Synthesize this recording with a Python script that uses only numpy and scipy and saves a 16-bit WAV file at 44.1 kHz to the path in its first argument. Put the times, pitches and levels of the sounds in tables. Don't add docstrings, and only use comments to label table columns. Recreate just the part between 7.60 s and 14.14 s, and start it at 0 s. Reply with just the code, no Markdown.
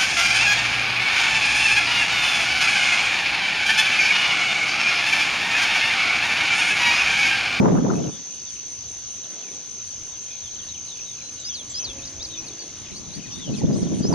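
import sys
import numpy as np
from scipy import signal
from scipy.fft import rfft, irfft
from scipy.io import wavfile
from scipy.ndimage import uniform_filter1d

SR = 44100
rng = np.random.default_rng(int(sys.argv[2]) if len(sys.argv) > 2 else 0)


def to_wav(sig):
    pcm = np.clip(np.atleast_2d(sig), -1, 1) * 32767
    pcm = np.round(pcm).astype(np.int16)
    wavfile.write(sys.argv[1], SR, pcm.T)


N = 288502

# (time [s], force at left port [dB], force at right port [dB])
GUSTS = [
    [(0.0, -5.5, -8.5), (0.017, -13.5, -15), (0.03, -10, -15), (0.08, -10, -11), (0.097, -16.5, -11.5),
     (0.122, -12.5, -14.5), (0.162, -12, -13), (0.172, -20.5, -15), (0.19, -12, -12), (0.215, -22, -27),
     (0.224, -23, -23), (0.252, -13, -16), (0.267, -23, -19), (0.282, -19, -17.5), (0.304, -15.5, -19),
     (0.357, -20, -20.5), (0.367, -21.5, -20), (0.496, -24.5, -27.5), (0.516, -42, -39.5),
     (0.551, -36, -38), (0.566, -56, -61), (0.591, -42.5, -40.5), (0.639, -57, -59), (0.718, -53, -55)],
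    [(5.2, -49.5, -52), (5.302, -47.5, -59), (5.322, -38.5, -34.5), (5.34, -37.5, -48), (5.39, -47, -49),
     (5.407, -39, -41.5), (5.452, -51, -48.0), (5.482, -33.5, -47), (5.532, -47, -50), (5.589, -28.5, -35),
     (5.632, -52, -48.5), (5.664, -40, -42), (5.696, -37, -38), (5.714, -46, -44), (5.786, -40.5, -34),
     (5.839, -41, -43), (5.898, -22, -24), (5.951, -24.5, -27), (5.971, -37, -31), (5.986, -24.5, -22.5),
     (6.003, -31.5, -30.0), (6.046, -15, -14), (6.063, -23, -26.0), (6.078, -15, -18.5),
     (6.143, -19.5, -17), (6.155, -19, -22), (6.165, -20, -21), (6.198, -25, -22), (6.215, -26, -22),
     (6.23, -21, -23.5), (6.245, -23, -29), (6.263, -21, -17.5), (6.29, -30, -30.5), (6.322, -20, -17.5),
     (6.382, -26, -26), (6.41, -23, -21), (6.432, -30, -29.5), (6.452, -15.5, -17), (6.48, -26, -28),
     (6.495, -20, -19), (6.522, -21.0, -15), (6.539, -14.5, -14)],
]
# (harshness at a force of 0 dB [dB], strength of the recorder's block ticks during it [dB])
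GUST_TONES = [(-12.5, 13), (-22.5, 8)]
# (frequency [Hz], relative level [dB])
BUFFET = [(25, -45), (70, -16), (105, -9), (135, -0.5), (200, 2.5), (250, -2.5)]
# (time [s], pitch [Hz], level [dB], port [0 left, 1 right])
EDDIES = [(0.022, 1030, -15, 0), (0.039, 660, -36, 1), (0.06, 920, -16, 0), (0.06, 850, -15, 1),
          (0.075, 780, -17.5, 1), (0.085, 1190, -25.5, 0), (0.104, 435, -10, 1), (0.103, 510, -24, 0),
          (0.126, 397, -29, 0), (0.129, 425, -18, 1), (0.158, 740, -22, 1), (0.173, 1270, -25, 0),
          (0.25, 463, -24, 0), (0.251, 422, -14, 1), (0.269, 845, -18, 1), (0.133, 1050, -35, 1),
          (0.311, 710, -27, 0), (0.212, 1190, -31, 0), (0.303, 1280, -20.5, 0), (0.332, 437, -18, 1),
          (0.337, 1300, -27, 0), (0.402, 760, -28.5, 0), (5.898, 560, -29, 1), (6.012, 435, -25, 0),
          (6.04, 450, -21, 1), (6.108, 576, -24, 1), (6.164, 536, -24, 0), (0.063, 500, -19, 0),
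          (0.084, 450, -16, 0), (0.225, 234, -12, 1), (5.88, 610, -36, 0), (6.045, 202, -15, 1),
          (6.049, 207, -10, 0), (6.144, 199, -14, 0), (6.229, 194, -13, 0), (6.23, 198, -15, 1),
          (6.409, 200, -16, 0), (6.408, 210, -18.5, 1), (6.455, 203, -12, 1), (6.492, 191, -16.5, 1),
          (6.497, 177, -12, 0), (6.163, 1050, -39, 0), (6.02, 754, -32.5, 1), (6.27, 710, -31.5, 1),
          (6.187, 664, -31, 0), (6.323, 460, -21, 1), (6.323, 397, -22.5, 0), (6.453, 382, -19, 0),
          (6.507, 580, -20, 1), (6.528, 925, -21, 1)]
# (frequency [Hz], relative level [dB])
WASH = [(20, -52), (60, 6), (140, -5.5), (320, -8.5), (800, -15.5), (1900, -18.5), (2800, -13.5),
        (5000, -11.5), (6900, -9.5), (7600, -22), (8300, -25), (10200, -22), (10800, -87), (12500, -40),
        (15500, -42.5)]
# (time [s], level [dB])
SWELL = [(0.6, -1), (0.9, -3.5), (1.5, -1.5), (1.66, 1), (1.93, 1), (2.12, -2.5), (3.4, -1.5), (4.0, -0.5),
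         (4.37, 2.5), (4.7, 0), (5.13, 3), (5.3, 0)]
# (time [s], level [dB])
RUMBLE = [(0.69, -10), (0.83, -3), (0.95, -4), (1.5, 4.5), (1.71, -20), (2.05, -17), (2.12, -1.5), (3.0, 2),
          (4.0, -3), (4.37, 6), (4.74, 2), (5.06, -16), (5.13, -1)]
# (frequency [Hz], likeness [0-1], left port's lead [rad], left minus right [dB])
WASH_PORTS = [(59.7, 0.86, 0.5, 0.5), (700, 0.96, -0.46, 0), (1820, 0.92, -0.7, 2), (3040, 0.74, 1, 3.5),
              (3320, 0.99, .5, 4.5), (4830, 0.5, 1.34, -1), (5230, 1, 1.5, 7), (6900, 0.6, -9.5, 3),
              (7390, 0.76, 3.5, 2), (11000, 1, 4, -1), (13000, .05, -36.5, 0)]
# (time [s], near triller [dB], far chorus [dB])
CRICKETS = [(0.0, -63, -39), (0.3, -39, -39), (0.65, -39, -35), (2.0, -39.5, -35.5), (2.5, -36.5, -36),
            (3.3, -35, -37), (4.0, -39, -39), (4.5, -39, -38.5), (5.2, -40, -39.5), (5.9, -50, -38.5),
            (6.54, -44.5, -40)]
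# (frequency [Hz], width [Hz], relative level [dB])
WINGS = [(6065, 386, 8), (6280, 138, 4), (6460, 200, -12)]
KATYDID = [0.16, 0.35, 0.53, 0.74, 0.92, 1.11, 1.31, 1.51, 1.73, 1.93, 2.12, 2.28, 2.48, 2.64, 3.04, 3.27,
           3.48, 3.66, 3.87, 4.06, 4.31, 4.49, 4.69, 4.87, 5.05, 5.2, 5.37, 5.56, 5.77, 5.98, 6.19, 6.37,
           6.53]
# (time [s], level [dB], left port's lead [rad])
KATYDID_LEVEL = [(0.16, -55, -2), (.4, -52, -2), (.9, -49, -2.5), (2.1, -52, -2), (3.0, -53, -3),
                 (3.8, -54, -3), (4.5, -53.5, -3.5), (5.1, -52, -2.5), (5.6, -51, -2.5), (6.0, -49.5, -4),
                 (6.54, -48, -3.5)]
NEIGHBOUR = [.44, .68, .96, 1.15, 1.36, 1.55, 1.71, 1.87, 2.08, 2.26, 2.45, 2.66, 2.862, 3.08, 3.295, 3.52,
             3.75, 3.985, 4.194, 4.402, 4.66, 4.9, 5.1, 5.33, 5.535, 5.73, 5.96, 6.33]
# (time [s], level [dB], left port's lead [rad])
NEIGHBOUR_LEVEL = [(.4, -61, -9), (2.5, -56.5, -2), (3.0, -57.5, -9), (4.4, -54.5, -3.5), (5.5, -62, -3),
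                   (6.4, -58, -2.5)]
# (start [s], length [s], from pitch [Hz], to pitch [Hz], level [dB])
WHISTLES = [(3.405, 0.039, 5600, 5700, -35), (3.61, 0.09, 4060, 4080, -43), (4.775, 0.035, 5960, 5720, -29),
            (4.866, 0.029, 4760, 3580, -37.5), (4.99, 0.025, 4590, 4550, -36),
            (5.012, 0.023, 4580, 4170, -37.5), (4.825, 0.027, 6150, 7100, -42),
            (5.71, .03, 5300, 4350, -41.5), (5.74, .018, 4400, 4370, -43), (5.855, .015, 5700, 5150, -41),
            (5.935, .03, 4200, 4130, -45), (5.965, 0.037, 5630, 4230, -39.5),
            (6.055, .015, 3210, 3900, -42), (6.128, 0.021, 4770, 5130, -39), (6.135, 0.13, 7900, 8300, -51),
            (6.218, 0.023, 5660, 4130, -41.5), (6.245, 0.045, 4100, 2870, -48),
            (5.71, 0.039, 5770, 5720, -34), (6.392, 0.021, 7700, 7620, -51)]
# (start [s], length [s], from pitch [Hz], to pitch [Hz], level [dB])
SLURS = [(.5, 0.08, 3620, 3300, -51), (.85, 0.068, 3800, 3120, -48.5), (2.52, 0.054, 3780, 2600, -51),
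         (2.68, 0.094, 2510, 2380, -52), (2.83, 0.066, 3700, 3110, -46), (3.08, 0.035, 3880, 3850, -42),
         (3.268, 0.079, 4110, 3450, -43.5), (3.45, 0.061, 3840, 3630, -45), (3.515, 0.044, 3580, 3200, -51),
         (3.775, 0.093, 3960, 3620, -45.5), (3.885, 0.063, 3600, 3050, -42), (4.1, 0.14, 3450, 3040, -46.5),
         (4.165, 0.034, 4200, 4230, -48), (4.185, 0.066, 2645, 2500, -49.5), (4.7, 0.08, 3870, 3500, -41.5),
         (4.755, 0.056, 2470, 2470, -51.5), (4.91, 0.035, 3450, 3320, -53), (4.97, 0.036, 2990, 2610, -58),
         (5.722, 0.081, 3600, 3740, -44.5), (5.785, 0.115, 3780, 2800, -43)]
# (start [s], length [s], from pitch [Hz], to pitch [Hz], level [dB])
CHIPS = [(.353, 0.01, 2640, 2480, -45), (.373, 0.02, 2520, 2740, -52), (.418, 0.019, 2410, 2140, -59),
         (.438, 0.0092, 3320, 2880, -44), (.468, 0.0096, 2970, 2610, -45), (.953, 0.018, 3250, 2570, -46),
         (.99, 0.02, 3020, 2750, -54), (1.49, .018, 3570, 2950, -58), (1.636, .02, 4080, 3080, -47),
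         (1.795, 0.013, 3720, 3300, -49), (1.816, 0.035, 3250, 2400, -48), (1.865, .035, 2620, 2150, -50),
         (1.924, 0.015, 3720, 3200, -49), (2.705, 0.017, 3860, 3150, -48), (2.953, 0.019, 3400, 2900, -47),
         (2.986, 0.026, 3800, 3050, -43.5), (3.021, .021, 3400, 2750, -47.5),
         (3.125, 0.018, 3770, 3470, -52), (3.14, 0.027, 3460, 2650, -45.5), (3.167, 0.02, 2630, 2320, -52),
         (3.345, 0.027, 3300, 2320, -52), (3.385, 0.019, 2930, 2300, -44.5),
         (3.403, 0.018, 2470, 2650, -52), (3.578, 0.013, 2900, 2350, -48), (3.6, .025, 2820, 2200, -47),
         (3.685, .018, 2990, 2320, -52), (3.705, .02, 1920, 1650, -60), (3.72, 0.017, 2600, 2400, -57),
         (4.3, 0.014, 2750, 2670, -46.5), (4.385, 0.02, 2830, 2360, -44.5), (4.7, 0.014, 3330, 3130, -47),
         (4.745, 0.018, 3220, 2910, -46), (4.84, 0.014, 2350, 2660, -45.5), (4.893, 0.013, 2470, 2400, -50),
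         (5.095, 0.012, 2160, 2080, -53), (5.215, 0.015, 1820, 2100, -59), (5.245, 0.014, 2140, 1850, -53),
         (5.245, 0.026, 3900, 2330, -47), (5.277, 0.011, 2520, 1800, -60), (5.29, 0.023, 2810, 1840, -49),
         (5.313, 0.02, 3110, 2150, -49), (5.592, 0.022, 3300, 2130, -49), (5.617, 0.017, 3300, 2550, -48),
         (5.637, 0.016, 2520, 2480, -45), (5.652, 0.02, 2230, 1710, -50), (5.66, 0.024, 4350, 3250, -48),
         (5.675, 0.017, 2700, 2370, -49), (5.702, 0.019, 3670, 2780, -48), (5.79, .02, 1800, 2130, -51),
         (5.93, 0.023, 2470, 2670, -46), (5.938, 0.03, 4400, 3010, -45), (5.97, 0.028, 2670, 2260, -47.5),
         (6.0, .015, 2150, 1830, -50.5), (6.155, 0.025, 4070, 4270, -49), (6.31, 0.049, 3200, 1820, -55),
         (6.34, 0.012, 3460, 3000, -45)]
# (time after start [s], pitch [Hz], level against the call's [dB])
ARCH = [(0, 4426, -5), (.007, 4804, 1.5), (.035, 5170, 1), (.057, 6080, 4), (.077, 6240, -2.5),
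        (.094, 5720, -2.5), (.11, 4450, 3.5), (.122, 4020, -3), (.13, 3850, -8), (.157, 3420, -5),
        (.179, 3220, -9.5)]
# (time after start [s], pitch [Hz], level against the call's [dB])
SPIKE = [(0, 3420, -8.5), (.028, 4030, -4.5), (.034, 5630, 5), (.038, 6850, -15), (.044, 5980, -6),
         (.056, 4650, 2.5), (.068, 3540, -17)]
# (time after start [s], pitch [Hz], level against the call's [dB])
HOOK = [(0, 4140, -1), (.023, 3660, -14), (.04, 4230, 1), (.06, 4720, 3.5), (.07, 4530, -6)]
# (time after start [s], pitch [Hz], level against the call's [dB])
CAP = [(0, 6700, -14), (.012, 7300, 1), (.025, 7310, 0), (.05, 6960, -10)]
# (start [s], level [dB])
ARCHES = [(3.844, -32.5), (4.143, -30), (6.427, -35)]
# (start [s], level [dB])
SPIKES = [(4.423, -36.5), (4.597, -30)]
# (start [s], level [dB])
HOOKS = [(5.316, -40), (5.498, -40)]
# (start [s], level [dB])
CAPS = [(3.787, -42), (4.089, -35)]
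# (time [s], delay at the left port [microseconds])
WHISTLER_LAG = [(3.4, 70), (4.1, 49), (5.5, 64), (5.98, 56), (6.1, 47), (6.5, 36)]
# (time [s], wing beat [Hz], level [dB], overtone against it [dB])
BEES = [
    [(4.15, 272.5, -59, -8), (4.35, 272, -51.5, 1), (4.6, 267.7, -52.5, -3), (4.85, 273.5, -61.5, -5)],
    [(4.2, 339.6, -72, -3), (4.4, 343, -56.5, 1.5), (4.65, 324.4, -52, -12), (5.0, 331, -52.5, -15),
     (5.4, 323, -63, -20)],
]

HARSHER = 0.23
STEADIED = .35
SEAM_SPACING_S, FIRST_SEAM_S = .01066, .0038
WASH_DB, RUMBLE_FLICKER_DB = -51, 1.5
STROKES_PER_S, FIRST_STROKE_S = 56.31, .0015
RASP_S = 0.074
SLUR_BURR = .85
SWELLING_DB = 5
WHISTLE_BOW, SLUR_BOW, CHIP_BOW = 0.0965, 0.119, -.1
EDGE_HZ = 15650


def gain_of(db):
    return 10 ** (np.asarray(db) / 20)


def evened(x):
    return x / np.sqrt(np.mean(abs(x) ** 2) + 1e-20)


def read(points, hz):
    f, *columns = np.transpose(points)
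    return [np.interp(np.log(hz + 1), np.log(f + 1), c)[:, None] for c in columns]


def follow(rows, t):
    s, *columns = np.transpose(rows)
    return [np.interp(t, s, c) for c in columns]


def add(mix, s, sound):
    part = mix[..., max(round(s * SR), 0):][..., :sound.shape[-1]]
    part += sound[..., :part.shape[-1]]


def resonate(x, hz, width):
    turn = np.exp(2j * np.pi * hz * np.arange(x.shape[-1]) / SR)
    r = np.exp(-np.pi * width / SR)
    once = signal.lfilter([1 - r], [1, -r], x / turn)
    twice = signal.lfilter([1 - r], [1, -r], once)
    return twice * turn


def ports(z, lead, pan_db):
    side = np.array([[.5], [-.5]])
    return (z * np.exp(1j * lead * side) * gain_of(pan_db * side)).real


def scatter(x, t60, wet_db):
    t = np.arange(round(.3 * SR)) / SR
    tail = rng.standard_normal((2, len(t))) * gain_of(-60 * t / t60) * (t > .004)
    tail = tail / np.linalg.norm(tail[0])
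    return x + gain_of(wet_db) * signal.fftconvolve(x, tail, axes=1)[:, :N]


def buffet(force_db, harsh_db, length):
    hz, frames = np.fft.rfftfreq(512, 1 / SR), force_db.shape[1]
    harsh_db = harsh_db + HARSHER * force_db[:, None]
    spits = evened(uniform_filter1d(rng.standard_normal((frames, 2)), size=3, axis=0)).T[:, None]
    reach = np.log(np.maximum(hz, 250) / 250)[:, None] / np.log(4)
    upper_db = reach * (harsh_db + 4.5 * spits) - 8.1 * reach ** 2
    a, b = rng.standard_normal((frames, 257, 2, 2)).T
    x = signal.istft((a + 1j * b) * gain_of(upper_db), nperseg=512, noverlap=448)[1][:, :length]
    body = gain_of(read(BUFFET, np.arange(SR + 1) / 2)[0].T)
    x = evened(irfft(rfft(x, SR * 2) * body)[:, :length])
    power = uniform_filter1d(uniform_filter1d(x ** 2, size=400, axis=1), size=400, axis=1)
    flutter = abs(power) + .01
    return evened(x / flutter ** (STEADIED / 2))


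def wind():
    out = np.zeros((2, N))
    for rows, (harsh_db, tick_db) in zip(GUSTS, GUST_TONES):
        t = np.arange(rows[0][0], rows[-1][0], 1 / SR)
        frame_t = t[0] + np.arange(len(t) // 64 + 9) * 64 / SR
        x = buffet(np.array(follow(rows, frame_t)), harsh_db, len(t))
        seams = np.diff(np.floor((t - FIRST_SEAM_S) / SEAM_SPACING_S), prepend=np.inf) > 0
        ticks = rng.standard_normal((len(t), 2)).T * seams
        x = x + gain_of(tick_db) * uniform_filter1d(ticks, size=10, axis=1)
        add(out, t[0], gain_of(follow(rows, t)) * x)
    return out


def eddies():
    out, t = np.zeros((2, N)), np.arange(-.02, .02, 1 / SR)
    for s, hz, db, port in EDDIES:
        burst = evened(resonate(rng.standard_normal(len(t)), hz, 0.26 * hz).real)
        add(out[int(port > .5)], s - .02, gain_of(db) * burst * np.exp(-(t / 0.0049) ** 2))
    return out


def wash():
    frames, hz = N // 256 + 5, np.fft.rfftfreq(1024, 1 / SR)
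    a, b, c, d, patches = rng.standard_normal((frames, 513, 5)).T
    patches = evened(uniform_filter1d(uniform_filter1d(patches, size=10, axis=0), size=12, axis=1))
    t = np.arange(frames) * 256 / SR
    flicker = evened(uniform_filter1d(rng.standard_normal(frames), size=14))
    swell_db = follow(SWELL, t)[0]
    rumble_db = follow(RUMBLE, t)[0] + RUMBLE_FLICKER_DB * flicker
    same, lead, pan_db = read(WASH_PORTS, hz)
    same = np.clip(same, 0, 1)
    left = a + 1j * b
    right = same * np.exp(-1j * lead) * left + np.sqrt(1 - same ** 2) * (c + 1j * d)
    low = np.exp(-(hz / 130) ** 2)[:, None]
    mid = np.exp(-(hz / 2300) ** 4)[:, None]
    field_db = read(WASH, hz)[0] + mid * swell_db + low * rumble_db + 1.88 * patches
    both = np.array([left * gain_of(pan_db / 2), right / gain_of(pan_db / 2)])
    return signal.istft(both * gain_of(field_db + WASH_DB), nperseg=1024, noverlap=768)[1][:, :N]


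def far_crickets():
    chorus = np.zeros((2, N))
    for hz, width, db in WINGS:
        shared, *own = rng.standard_normal((3, N))
        together = ports(evened(resonate(shared, hz, width)), -2.38, .8)
        apart = evened(resonate(np.array(own), hz, width)).real
        chorus += gain_of(db) * (0.65 * together + 0.75 * apart)
    return evened(chorus)


def near_cricket(t):
    unsteady = evened(uniform_filter1d(rng.standard_normal(N), size=900))
    stroke = (STROKES_PER_S * (t - FIRST_STROKE_S) + 0.0056 * unsteady + .5) % 1 - .5
    closing = np.exp(-(stroke / 0.26) ** 2)
    hz = 6290 + 40 * unsteady - 1300 * stroke * closing
    glide = np.exp(2j * np.pi * np.cumsum(hz) / SR)
    rasp = evened(resonate(rng.standard_normal(N), 6150, 700))
    return scatter(ports(evened(closing * (glide + .35 * rasp)), -.6, .5), .06, -9)


def crickets():
    t = np.arange(N) / SR
    near_db, far_db = follow(CRICKETS, t)
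    return gain_of(far_db) * far_crickets() + gain_of(near_db) * near_cricket(t)


def katydid():
    t, out = np.arange(N) / SR, np.zeros((2, N))
    strikes = rng.choice([-30, 30], (2, N)) * (np.diff(np.floor(132 * t), prepend=0) > 0)
    teeth = strikes + .8 * rng.standard_normal((2, N))
    singers = ((teeth[0], KATYDID, KATYDID_LEVEL, 8830), (teeth[1], NEIGHBOUR, NEIGHBOUR_LEVEL, 9250))
    for drive, times, level, hz in singers:
        bursts = np.zeros(N)
        for s in times:
            add(bursts, s - RASP_S / 2, signal.windows.tukey(round(RASP_S * SR), .4))
        db, lead = follow(level, t)
        out += ports(gain_of(db) * bursts * evened(resonate(drive, hz, 600)), lead, -1.2)
    return scatter(out, 0.042, -5.0)


def calls(shape, rows):
    return [np.add(shape, (s, 0, db)) for s, db in rows]


def glides(rows, bow):
    notes = []
    for s, length, a, b, db in rows:
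        middle = (s + length / 2, (a + b) / 2 + bow * (a - b), db)
        notes.append([(s, a, db - SWELLING_DB), middle, (s + length, b, db - SWELLING_DB)])
    return notes


def song(notes, burr, edge_s, lag=((0, 0),)):
    out = np.zeros((2, N), complex)
    for rows in notes:
        t = np.arange(rows[0][0] - edge_s, rows[-1][0] + edge_s, 1 / SR)
        hz, db = follow(rows, t)
        unsteady = evened(uniform_filter1d(rng.standard_normal(len(t)), size=150))
        beat = 2 * np.pi * (140 * t + rng.random()) + 0.23 * unsteady
        hz = uniform_filter1d(hz, size=130) * (1 + burr * (.033 * np.sin(beat) + .012 * unsteady))
        fade = signal.windows.tukey(len(t), min(4 * edge_s / (t[-1] - t[0]), 1))
        delay_turns = hz * follow(lag, t)[0] * np.array([[-.5e-6], [.5e-6]])
        tone = np.exp(2j * np.pi * (np.cumsum(hz) / SR + delay_turns))
        add(out, t[0], np.sqrt(2) * gain_of(db) * fade * tone * (1 + burr * np.cos(beat)))
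    return out


def birds():
    clear = calls(ARCH, ARCHES) + calls(SPIKE, SPIKES) + calls(HOOK, HOOKS) + calls(CAP, CAPS)
    clear += glides(WHISTLES, WHISTLE_BOW)
    whistler = ports(song(clear, burr=0.082, edge_s=.003, lag=WHISTLER_LAG), 0, 0.74)
    slurs = ports(song(glides(SLURS, SLUR_BOW), burr=SLUR_BURR, edge_s=0.0074), 0.66, 6.6)
    chips = ports(song(glides(CHIPS, CHIP_BOW), burr=.03, edge_s=0.0027), 0.22, 9.9)
    return scatter(whistler, 0.16, -12.0) + scatter(slurs + chips, .19, -8)


def bees():
    out = np.zeros(N)
    for rows in BEES:
        t = np.arange(rows[0][0], rows[-1][0], 1 / SR)
        hz, db, over_db = follow(rows, t)
        waver, throb = evened(uniform_filter1d(rng.standard_normal((len(t), 2)), size=3000, axis=0)).T
        phase = 2 * np.pi * np.cumsum(hz * (1 + .008 * waver)) / SR
        hum = np.sin(phase) + gain_of(over_db) * np.sin(2 * phase)
        add(out, t[0], gain_of(db + 3 * throb) * hum)
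    return out


def scene():
    dull = signal.butter(2, 2200, fs=SR, output="sos")
    air = signal.sosfilt(dull, wind() + eddies())
    return air + wash() + crickets() + katydid() + birds() + bees()


def record(dry):
    power = abs(uniform_filter1d((dry ** 2).mean(0), size=4000, mode="nearest"))
    power_db = 10 * np.log10(power + 1e-12)
    fall = np.arange(N) * 25. / SR
    held_db = np.maximum.accumulate(power_db + fall) - fall
    over_db = np.maximum(held_db + 21, 0)
    ducked = dry / gain_of(0.23 * over_db)
    rounded = 0.77 * np.tanh(ducked / 0.83)
    band = signal.firwin(511, EDGE_HZ, window=("kaiser", 9), fs=SR)
    return signal.oaconvolve(rounded, band[None], "same")


dry = scene()
out = record(dry)
to_wav(out)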